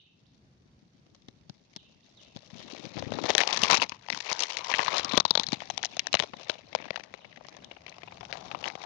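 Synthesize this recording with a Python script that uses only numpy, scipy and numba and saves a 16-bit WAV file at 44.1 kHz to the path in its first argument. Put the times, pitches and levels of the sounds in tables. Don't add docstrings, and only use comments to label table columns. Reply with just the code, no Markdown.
import sys
import numpy as np
from scipy import signal
from scipy.fft import rfft, irfft, next_fast_len
from scipy.io import wavfile
from scipy.ndimage import uniform_filter1d
from numba import njit

SR = 44100
rng = np.random.default_rng(int(sys.argv[2]) if len(sys.argv) > 2 else 0)


def wav_record(signal):
    frames = np.transpose(np.atleast_2d(signal))
    bounded = np.clip(frames, -1, 1)
    quanta = np.round(bounded * 32767).astype(np.int16)
    wavfile.write(sys.argv[1], SR, quanta)


def rack_gain(trim_db):
    fader = np.asarray(trim_db, float)
    return 10 ** (fader / 20)


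N = 390285
TIME = np.arange(N) / SR

# (time [s], middle level [dB], body above middle [dB], edge above middle [dB])
NEAR_SNAPS = [(1.1478, -70.5, 18.5, 24), (1.2845, -67.5, 19.5, 30.5), (1.4955, -60.5, 14, 24),
              (1.7629, -51.5, 11, 22), (2.3629, -59.5, 20, 26.5), (2.968, -44, 12.5, -3),
              (3.024, -35, 9.5, 2.5), (3.1203, -32, 9, 0), (3.1867, -37.5, 19, 4.5),
              (3.2385, -41.5, 25.5, 14), (3.2905, -22, 1, -3), (3.3034, -14, -4, 2.5),
              (3.3508, -7.5, -7, -5), (3.3802, -9, -22, 2.5), (3.3902, -13, -14, -13),
              (3.4047, -6, -19, -8.5), (3.4346, -15, -21, -8), (3.475, -27, 1.5, 16.5),
              (3.5075, -18, -19, -4), (3.5279, -14, -7.5, 3), (3.5728, -24.5, -1, 14.5),
              (3.6183, -21, -6, 5), (3.6351, -7, -13, 1), (3.6677, -28, -26, -9), (3.7005, -17, 6, 6.5),
              (3.71, -18, 6, 10.5), (3.7219, -9, -27, -1.5), (3.7299, -15, -6, 3), (3.7435, -14, -4, 0),
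              (3.7529, -34, -25, 19), (3.7714, -23.5, -15, 11.5), (3.797, -39, -25, -11),
              (3.8187, -10, -8, -2.5), (3.8245, -14, -6, 3), (3.8945, -36.5, 0, 14.5),
              (3.9195, -20.5, -8, -15), (4.0858, -28.5, -1, -7), (4.1011, -16, -10, -0.5),
              (4.126, -16, -18, -10), (4.147, -17.5, -20, -5), (4.174, -26.5, -2.5, 3),
              (4.2036, -19.5, -13, 1), (4.3146, -31.5, 10, 14.5), (4.328, -27.5, -20, 16),
              (4.3929, -28, -7, 12.5), (4.405, -24, -5, 13.5), (4.4228, -19, -10, 5.5),
              (4.4348, -26.5, -15, 19), (4.5074, -31, -5, 2.5), (4.5695, -24, -12, 9.5),
              (4.645, -26, -9, 4), (4.7147, -15.5, -5, -2), (4.7391, -7.5, -17, -31),
              (4.793, -7.5, -11.5, -36), (4.803, -16, -12, -9), (4.862, -16, -15, -19),
              (4.8808, -7.5, -13, -34), (4.9816, -36, 0, 20.5), (4.9945, -28, 8.5, 14),
              (5.0464, -35.5, 11, 22), (5.0925, -34, -9, 8), (5.1205, -31, -1, 7), (5.1342, -28, 11, 8),
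              (5.1692, -32.5, 10, 8), (5.1751, -17.5, 11, 12), (5.2001, -22.5, 4.5, 8.5),
              (5.2515, -21, 3.5, 3), (5.3073, -35, 18.5, 17.5), (5.3527, -20.5, 8.5, 4),
              (5.3752, -23, 6.5, 5.5), (5.3971, -26.5, 2, 10.5), (5.4335, -27.5, -10, 5.5),
              (5.4665, -46, -15, 25.5), (5.4864, -33.5, -2, 11.5), (5.5214, -28, -2, 5),
              (5.5303, -23, -0.5, 5), (5.5405, -29, -8, 3), (5.604, -23, -22, -19), (5.62, -25.5, -1, -13),
              (5.7009, -22, -6, 6.5), (5.7773, -27, -4, 11.5), (5.8296, -33, -2, 13),
              (5.8366, -14.5, -17, -24), (5.8476, -35.5, -10, 19), (5.855, -29.5, -12, 12.5),
              (5.9678, -31.5, 4, 11), (5.9938, -14, -14.5, 4), (6.0691, -20, -12, 2.5),
              (6.129, -16.5, -10, 3), (6.1414, -6.5, -9, -10), (6.1509, -13, -2.5, 0),
              (6.1699, -16, -29, -20), (6.1923, -13.5, -17, -3.5), (6.1993, -14.5, -5, -3),
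              (6.2238, -24, 0, -2), (6.2355, -24.5, 2.5, -3), (6.334, -34.5, 8, -11), (6.4971, -21, 2, 2.5),
              (6.728, -34.5, -3, -7), (6.7501, -16.5, -0.5, 1), (6.787, -30, -11, -21),
              (6.8, -33.5, 1, -21), (6.8225, -32, -6, -23), (6.841, -34, -3, -21), (6.855, -29, -4, -14),
              (6.882, -31, -8, -22), (6.9057, -19.5, -1.5, -11.5), (6.929, -44, -8, -17),
              (6.9586, -16, -20, -12), (6.974, -38, 7, -6), (6.997, -28.5, -5, -13), (7.0374, -32, -11, -2),
              (7.1392, -30, 1, -5.5), (7.2454, -34.5, -7, -24), (7.3253, -37, -20, -23),
              (7.3603, -41, -15, -6), (7.3716, -36.5, 0, -13), (7.408, -49, 12.5, -18), (7.447, -41, 1, -7),
              (7.485, -44.5, 6.5, 13), (7.5667, -56, 15, 21), (7.645, -60.5, -17, 28),
              (7.7119, -30.5, -7.5, -45), (7.766, -38.5, 5, -34), (7.8636, -31, -6, -9),
              (7.88, -34, -5.5, -14), (7.8948, -42.5, -11, 12.5), (7.923, -36, -19, -28),
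              (7.941, -39, -20, -29), (7.983, -43, 4, 2), (8.0183, -40, -17, -23), (8.0321, -35, 1, -8),
              (8.075, -34, -2, -24), (8.11, -46, 0, -19), (8.1225, -37.5, 0, -25), (8.172, -43, 4, 2),
              (8.2082, -33.5, 4.5, -9), (8.229, -38, 7, -7), (8.2517, -36, -9, 0.5),
              (8.3265, -17, -14, -13), (8.341, -39, -5, -1), (8.3715, -31.5, -4, -4),
              (8.514, -22.5, -4, -14.5), (8.5475, -25.5, 2.5, -25), (8.6413, -16, -42, -28),
              (8.6562, -23.5, -7, -19), (8.6783, -19.5, -26, -15), (8.7007, -25, -23, -10),
              (8.753, -32, 4, -3), (8.8165, -37, -15, -2)]
# (time [s], crackle level [dB], thud level [dB])
DRAG = [(0.4, -88, -75.5), (1.299, -82, -69), (2.12, -75, -74), (2.65, -55.5, -58), (3.2, -48, -43),
        (3.48, -38, -54), (3.831, -37.5, -56), (3.902, -64.5, -69), (4.05, -54, -74), (4.13, -48.5, -51),
        (4.23, -48.5, -75), (4.55, -39, -76), (5.151, -42, -50), (5.23, -66.5, -66), (5.5, -57.5, -59.5),
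        (6.15, -52.5, -67.5), (6.31, -67, -64), (6.68, -59.5, -68), (6.86, -53, -60.5), (7.02, -55.5, -68),
        (7.06, -60.5, -67.5), (7.6, -62, -62), (7.88, -61.5, -79), (8.14, -64.5, -69), (8.6, -56, -59.5),
        (8.798, -71, -67)]
# (time [s], crackle level [dB])
SCUFFS = [(2.85, -49.5), (2.99, -52), (3.292, -39), (3.411, -34), (3.645, -34), (3.724, -24),
          (4.307, -34.5), (4.428, -38.5), (4.793, -28.5), (4.95, -29), (5.392, -48), (5.63, -45),
          (5.832, -43.5), (6.21, -45.5), (6.388, -49), (6.506, -40.5), (8.34, -49.5), (8.664, -43),
          (8.84, -48.5)]
SCUFF_RISE_DB_S, SCUFF_FALL_DB_S = 279, 253
# (time [s], level [dB])
KNOCKS = [(1.283, -44.5), (1.494, -43.5), (1.76, -42), (2.359, -41.5), (2.529, -44), (2.551, -43.5),
          (2.592, -44), (2.699, -45), (2.728, -35), (2.842, -35.5), (2.864, -40), (2.967, -34),
          (3.024, -36), (3.065, -35), (3.114, -36.5), (3.184, -29.5), (3.238, -32), (3.629, -28),
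          (3.72, -29), (5.136, -31), (5.173, -29), (5.394, -35), (5.483, -37), (5.527, -29.5)]
# (time [s], pitch [Hz], high ring level [dB], crackle brightness [dB], crackle body [dB])
AIR_POCKET = [(2.4, 564, -6.5, 9.5, 6.5), (3.24, 472, 2.5, 0.5, 8.5), (3.6, 1060, -20, 5.5, 5.5),
              (3.85, 960, -12, 3.5, 4.5), (3.97, 940, -31, 1, 7), (4.1, 860, -40, 4, 1),
              (4.95, 1080, -5.5, 2.5, 4), (5.08, 1170, 3.5, -4, 7.5), (5.3, 955, 15.5, 7, 16.5),
              (5.6, 753, -9, 3, 2.5), (6.7, 593, 2.5, -2, 4.5), (7.6, 604, -25, -3.5, 5),
              (8.4, 765, -2, 5.5, 14)]
# (low edge [Hz], high edge [Hz])
THUD, BODY, MIDDLE, EDGE = (95, 320), (350, 1300), (1550, 3200), (3300, 6800)

# (time [s], peak level [dB], body above middle [dB], edge above middle [dB])
FAR_SNAPS = [(1.148, -45.0, -2.0, 4.0), (1.284, -37.0, -4.0, -2.0), (1.497, -33.0, -9.0, 0.0),
             (1.763, -28.0, -8.0, 2.0), (2.363, -38.0, -2.0, -1.0), (3.035, -36.0, -9.0, 5.0),
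             (4.401, -35.0, -14.0, 5.0), (6.118, -34.0, -19.0, -2.0), (6.861, -36.0, -7.0, -5.0),
             (7.468, -31.0, -7.0, 15.0), (7.527, -37.0, -12.0, -4.0), (8.662, -23.0, -11.0, -6.0)]
# (time [s], level [dB])
FAR_RUSTLE = [(0.0, -79), (0.6, -84), (0.8, -76.5), (1.8, -72), (3.4, -65), (3.8, -67), (4.0, -83),
              (4.2, -74), (4.4, -57.5), (4.8, -61), (5.2, -67.5), (5.8, -61), (6.2, -61), (6.5, -67.5),
              (7.2, -72), (7.6, -69), (8.8, -66)]

# (time [s], nominal pitch [Hz], level [dB])
CALL = [(0, 4600, -16), (.012, 4120, -6), (.022, 3760, 3), (.034, 3400, -6), (.047, 3000, 2),
        (.068, 2420, -20), (.085, 2400, -24), (0.1, 2580, -13), (0.116, 2720, -8), (.15, 2720, -15),
        (.23, 2720, -30)]
# (time after the call begins [s], nominal pitch [Hz], level [dB])
FLICK = [(.276, 2700, -14), (.284, 3200, -8), (.29, 3900, -1), (.294, 5000, -9), (.298, 5600, -10)]
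LONE_CALL_S, LONE_CALL_DB, LONE_FLICK_LATE_S = -0.046, -58, .02
RUN_START_S, GAP_S, STRETCH_S = 1.745, .409, .0007
RUN_DB, SINK_DB, CALL_SCATTER_DB, FLICK_DB = -56, .4, 1.5, -3

# (frequency [Hz], level [dB])
RUMBLE_SPECTRUM = [(24, -95), (40, -26), (67, -13), (149, -9), (190, -11), (380, -24.5), (1150, -37.5),
                   (4610, -44.5), (11000, -46), (14300, -100), (22000, -120)]
RUMBLE_DB = -64.5
# (frequency [Hz], rms level before the port gains [dB])
INSECTS = [(4500, -89.5), (6000, -102.5)]

# (frequency [Hz], gain [dB])
TREBLE_SHAPE = [(6000, -1), (7000, -7.5), (7600, -14.5), (8200, -21.5), (9200, -9), (10200, -30),
                (16000, -67)]
SPLIT_HZ, SPLIT_WIDTHS_HZ = 4000, (450, 200)
CEILING = .61
# (frequency [Hz], gain [dB])
OUTPUT_FILTER = [(8000, 0.5), (12000, -5), (15600, -6), (16500, -44)]


def snaps(table, middle_db, body_db, edge_db, hollow_db):
    s, db, body, edge = np.transpose(table)
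    late, weak, tint = rng.random((len(s), 3)).T
    s = np.append(s, s - 0.003 + 0.012 * late)
    db = np.append(db, db - 3.0 - 17.4 * weak)
    body = np.append(body, body)
    edge = np.append(edge, edge - 2.4 * tint)
    soft = (edge < -5) & (db < -30)

    def envelope(level_db, rise_ms, fall_ms):
        breaking = bursts(s[~soft], level_db[~soft], rise_ms, fall_ms)
        crumpling = bursts(s[soft], level_db[soft] - 4.5, 0.85, fall_ms + 1.47)
        return np.hypot(breaking, crumpling)

    jolt_envelope = bursts(s, db + body + body_db - 14.0, 0.92, 2.1)
    jolt = band(jolt_envelope * rng.standard_normal(N), THUD)
    body_envelope = envelope(db + body + body_db, 0.21, 2.02)
    middle_envelope = envelope(db + middle_db, 0.04, 0.99)
    edge_envelope = envelope(db + edge + edge_db, 0.036, 1.0)
    return jolt + leaf(body_envelope, middle_envelope, edge_envelope, hollow_db)


def scrape():
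    s, crackle_db, thud_db = np.transpose(DRAG)
    drag = np.hypot(rack_gain(np.interp(TIME, s, crackle_db)), scuffs(*np.transpose(SCUFFS)))
    pocket_s, _, _, bright_db, body_db = np.transpose(AIR_POCKET)
    low, middle, edge = crackle(count=3400, scatter_db=2.8, tint_db=7.0, smear=0.2, fall_ms=1.8)
    body_envelope = drag * rack_gain(np.interp(TIME, pocket_s, body_db)) * np.hypot(low, 0.75)
    edge_envelope = drag * rack_gain(np.interp(TIME, pocket_s, bright_db)) * edge
    grass = leaf(rack_gain(-6.0) * body_envelope, rack_gain(-0.5) * drag * middle, rack_gain(-1.5) * edge_envelope, hollow_db=3.0)
    fits = rack_gain(1.8 * walk(45))
    thuds = crackle(count=600, scatter_db=-1.0, tint_db=2.5, smear=0.36, fall_ms=8.3)[0]
    thuds = thuds * rack_gain(np.interp(TIME, s, thud_db))
    knocks = np.hypot(thuds, bursts(*np.transpose(KNOCKS), 1.0, 4.5))
    housing_hz = 243.0 * 2 ** (0.36 * walk(5.4))
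    housing = ring(band(knocks * rng.standard_normal(N), THUD), housing_hz, 270.0)
    return fits * grass + rack_gain(8.0) * housing


def leaf(body, middle, edge, hollow_db):
    s, pitch_hz, high_db = np.transpose(AIR_POCKET)[:3]
    hz = np.interp(TIME, s, pitch_hz)
    high_gain = rack_gain(np.interp(TIME, s, high_db))
    noise = rng.standard_normal(N)
    low = band(body * noise, BODY)
    mid = band(middle * noise, MIDDLE)
    high = band(edge * noise, EDGE)
    high_ring = ring(high, 3670.0 * (1 + 0.047 * walk(30)), 670.0)
    pocket = ring(low, hz, 187.0) + high_gain * high_ring
    blade = ring(mid, 2160.0 * 2 ** (0.24 * walk(40)), 440.0)
    outer = rack_gain(-1.0) * ring(low, 0.72 * hz, 1010.0) + high + rack_gain(hollow_db) * pocket
    return outer - rack_gain(-4.0) * mid - rack_gain(1.5) * blade


def crackle(count, scatter_db, tint_db, smear, fall_ms):
    chance = rng.random((count, 2))
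    tint = np.clip(rng.standard_normal((count, 3)).T, -3, 1.6)
    size_db = -scatter_db * np.log(chance[:, 1] + 0.012)
    times = chance[:, 0] * N / SR
    parts = [bursts(times, size_db + tint_db * each, 0.43, fall_ms) for each in tint]
    return [np.hypot(part / np.sqrt(np.mean(part ** 2)), smear) for part in parts]


def scuffs(s, db):
    coarse = TIME[::64]
    late = coarse - s[:, None]
    shape = db[:, None] - np.where(late > 0, SCUFF_FALL_DB_S, -SCUFF_RISE_DB_S) * late
    return rack_gain(np.interp(TIME, coarse, shape.max(axis=0)))


def far_leaves():
    level = rack_gain(np.interp(TIME, *np.transpose(FAR_RUSTLE)))
    low, middle, edge = crackle(count=3000, scatter_db=3.2, tint_db=4.0, smear=.6, fall_ms=1.8)
    rustle = leaf(rack_gain(-3.0) * level * low, rack_gain(-8.0) * level * middle, rack_gain(-1.5) * level * edge, -35)
    s, peak_db, body_db, edge_db = np.transpose(FAR_SNAPS)
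    middle_db = peak_db - np.maximum(edge_db, 0)
    table = np.transpose([s, middle_db, body_db, edge_db])
    return rustle + snaps(table, middle_db=-9, body_db=-6, edge_db=-7, hollow_db=-30)


def bird():
    lead = SR // 10
    direct = np.zeros(N + 5 * lead)
    k = np.arange(17)
    starts = np.append(LONE_CALL_S, RUN_START_S + GAP_S * k + STRETCH_S * k ** 2)
    bends, scatter = rng.standard_normal((len(starts), 2)).T
    levels = np.append(LONE_CALL_DB, RUN_DB - SINK_DB * k + CALL_SCATTER_DB * scatter[1:])
    flick_db = np.where(np.arange(len(starts)) < 2, FLICK_DB, -40)
    for start, call_db, bend, end_db in zip(starts, levels, bends, flick_db):
        at = lead + int(start * SR)
        for shape, db in [(CALL, call_db), (FLICK, call_db + end_db)]:
            note = whistle(shape, 1 + 0.0029 * bend)
            direct[at:at + len(note)] += rack_gain(db) * note
            at += int(LONE_FLICK_LATE_S * SR) * (start < 0)
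    t = np.arange(SR) / SR
    decay = rack_gain(-60 * t / .65) * np.clip(t / .02, 0, 1)
    tail = rng.standard_normal((2, SR)) * decay
    wash = signal.fftconvolve(direct[None], tail / np.sqrt(np.sum(tail[0] ** 2)))
    facing_db = np.array([np.linspace(-10, -4, len(direct)), np.full(len(direct), 3.)])
    heard = rack_gain(facing_db) * direct + rack_gain(2.5) * wash[:, :len(direct)]
    return heard[:, lead:lead + N]


def whistle(shape, bend):
    s, hz, db = np.transpose(shape)
    t = np.arange(int(s[-1] * SR)) / SR
    phase = 2 * np.pi * np.cumsum(np.interp(t, s, hz) * bend) / SR
    return rack_gain(np.interp(t, s, db, left=-150)) * np.sin(phase)


def air():
    mid, side = colour(rng.standard_normal((2, N)), RUMBLE_SPECTRUM)
    side = colour(side, [(100, -14.5), (300, -34.5), (800, 0.5)])
    scale = rack_gain(RUMBLE_DB) / mid.std()
    swell = rack_gain(2.2 * walk(2.5) + 1.5 * walk(9))
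    out = scale * swell * np.array([mid + side, mid - side])
    port_db = np.array([[-8], [3]])
    for hz, db in INSECTS:
        tone = 2 ** .5 * np.sin(2 * np.pi * np.cumsum(hz + 5.8 * walk(38)) / SR)
        out = out + rack_gain(db + 1.9 * walk(7.7) + port_db) * tone
    return out


@njit
def ring(x, hz, width):
    y, b, l = np.empty(len(x)), 0., 0.
    for i in range(len(x)):
        g, k = np.tan(np.pi * hz[i] / SR), width / hz[i]
        v = (b + g * (x[i] - l)) / (1 + g * (g + k))
        b, l, y[i] = 2 * v - b, l + 2 * g * v, k * v
    return y


def bursts(s, db, rise_ms, fall_ms):
    train = np.zeros(N)
    np.add.at(train, np.clip((s * SR).astype(int), 0, N - 1), rack_gain(2 * db))
    t = np.arange(SR // 20) / SR
    puff = np.exp(-2e3 * t / fall_ms) * (1 - np.exp(-1e3 * t / rise_ms)) ** 2
    return np.sqrt(np.abs(signal.oaconvolve(train, puff / puff.max())[:N]))


def band(x, edges, order=2):
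    sos = signal.butter(order, edges, "bandpass", fs=SR, output="sos")
    return signal.sosfilt(sos, x) / np.sqrt(2 * (edges[1] - edges[0]) / SR)


def colour(x, points):
    hz, db = np.transpose(points)
    size = next_fast_len(N)
    bins_hz = np.arange(size // 2 + 1) * SR / size
    gain = rack_gain(np.interp(np.log(bins_hz + 1), np.log(hz), db))
    return irfft(rfft(x, size) * gain, size)[..., :N]


def walk(rate):
    k = int(SR / rate)
    held = np.repeat(rng.standard_normal(N // k + 1), k)
    return 1.74 * uniform_filter1d(uniform_filter1d(held, k), k)[:N]


def scene():
    near = snaps(NEAR_SNAPS, middle_db=0.0, body_db=-1.0, edge_db=0.5, hollow_db=4.0) + scrape()
    return np.array([near, far_leaves()]) + bird() + air()


def band_limit(x):
    return signal.sosfilt(signal.butter(12, 16000, fs=SR, output="sos"), x)


def record(dry):
    x = colour(dry, TREBLE_SHAPE)
    for width in SPLIT_WIDTHS_HZ:
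        r = np.exp(-np.pi * width / SR)
        poles = np.array([1, -2 * r * np.cos(2 * np.pi * SPLIT_HZ / SR), r * r])
        x = signal.lfilter(poles[::-1], poles, x)
    limited = x / (1 + (np.abs(x) / CEILING) ** 8) ** (1 / 8)
    mix = colour(limited, OUTPUT_FILTER)
    return band_limit(mix)


dry = scene()
out = record(dry)
wav_record(out)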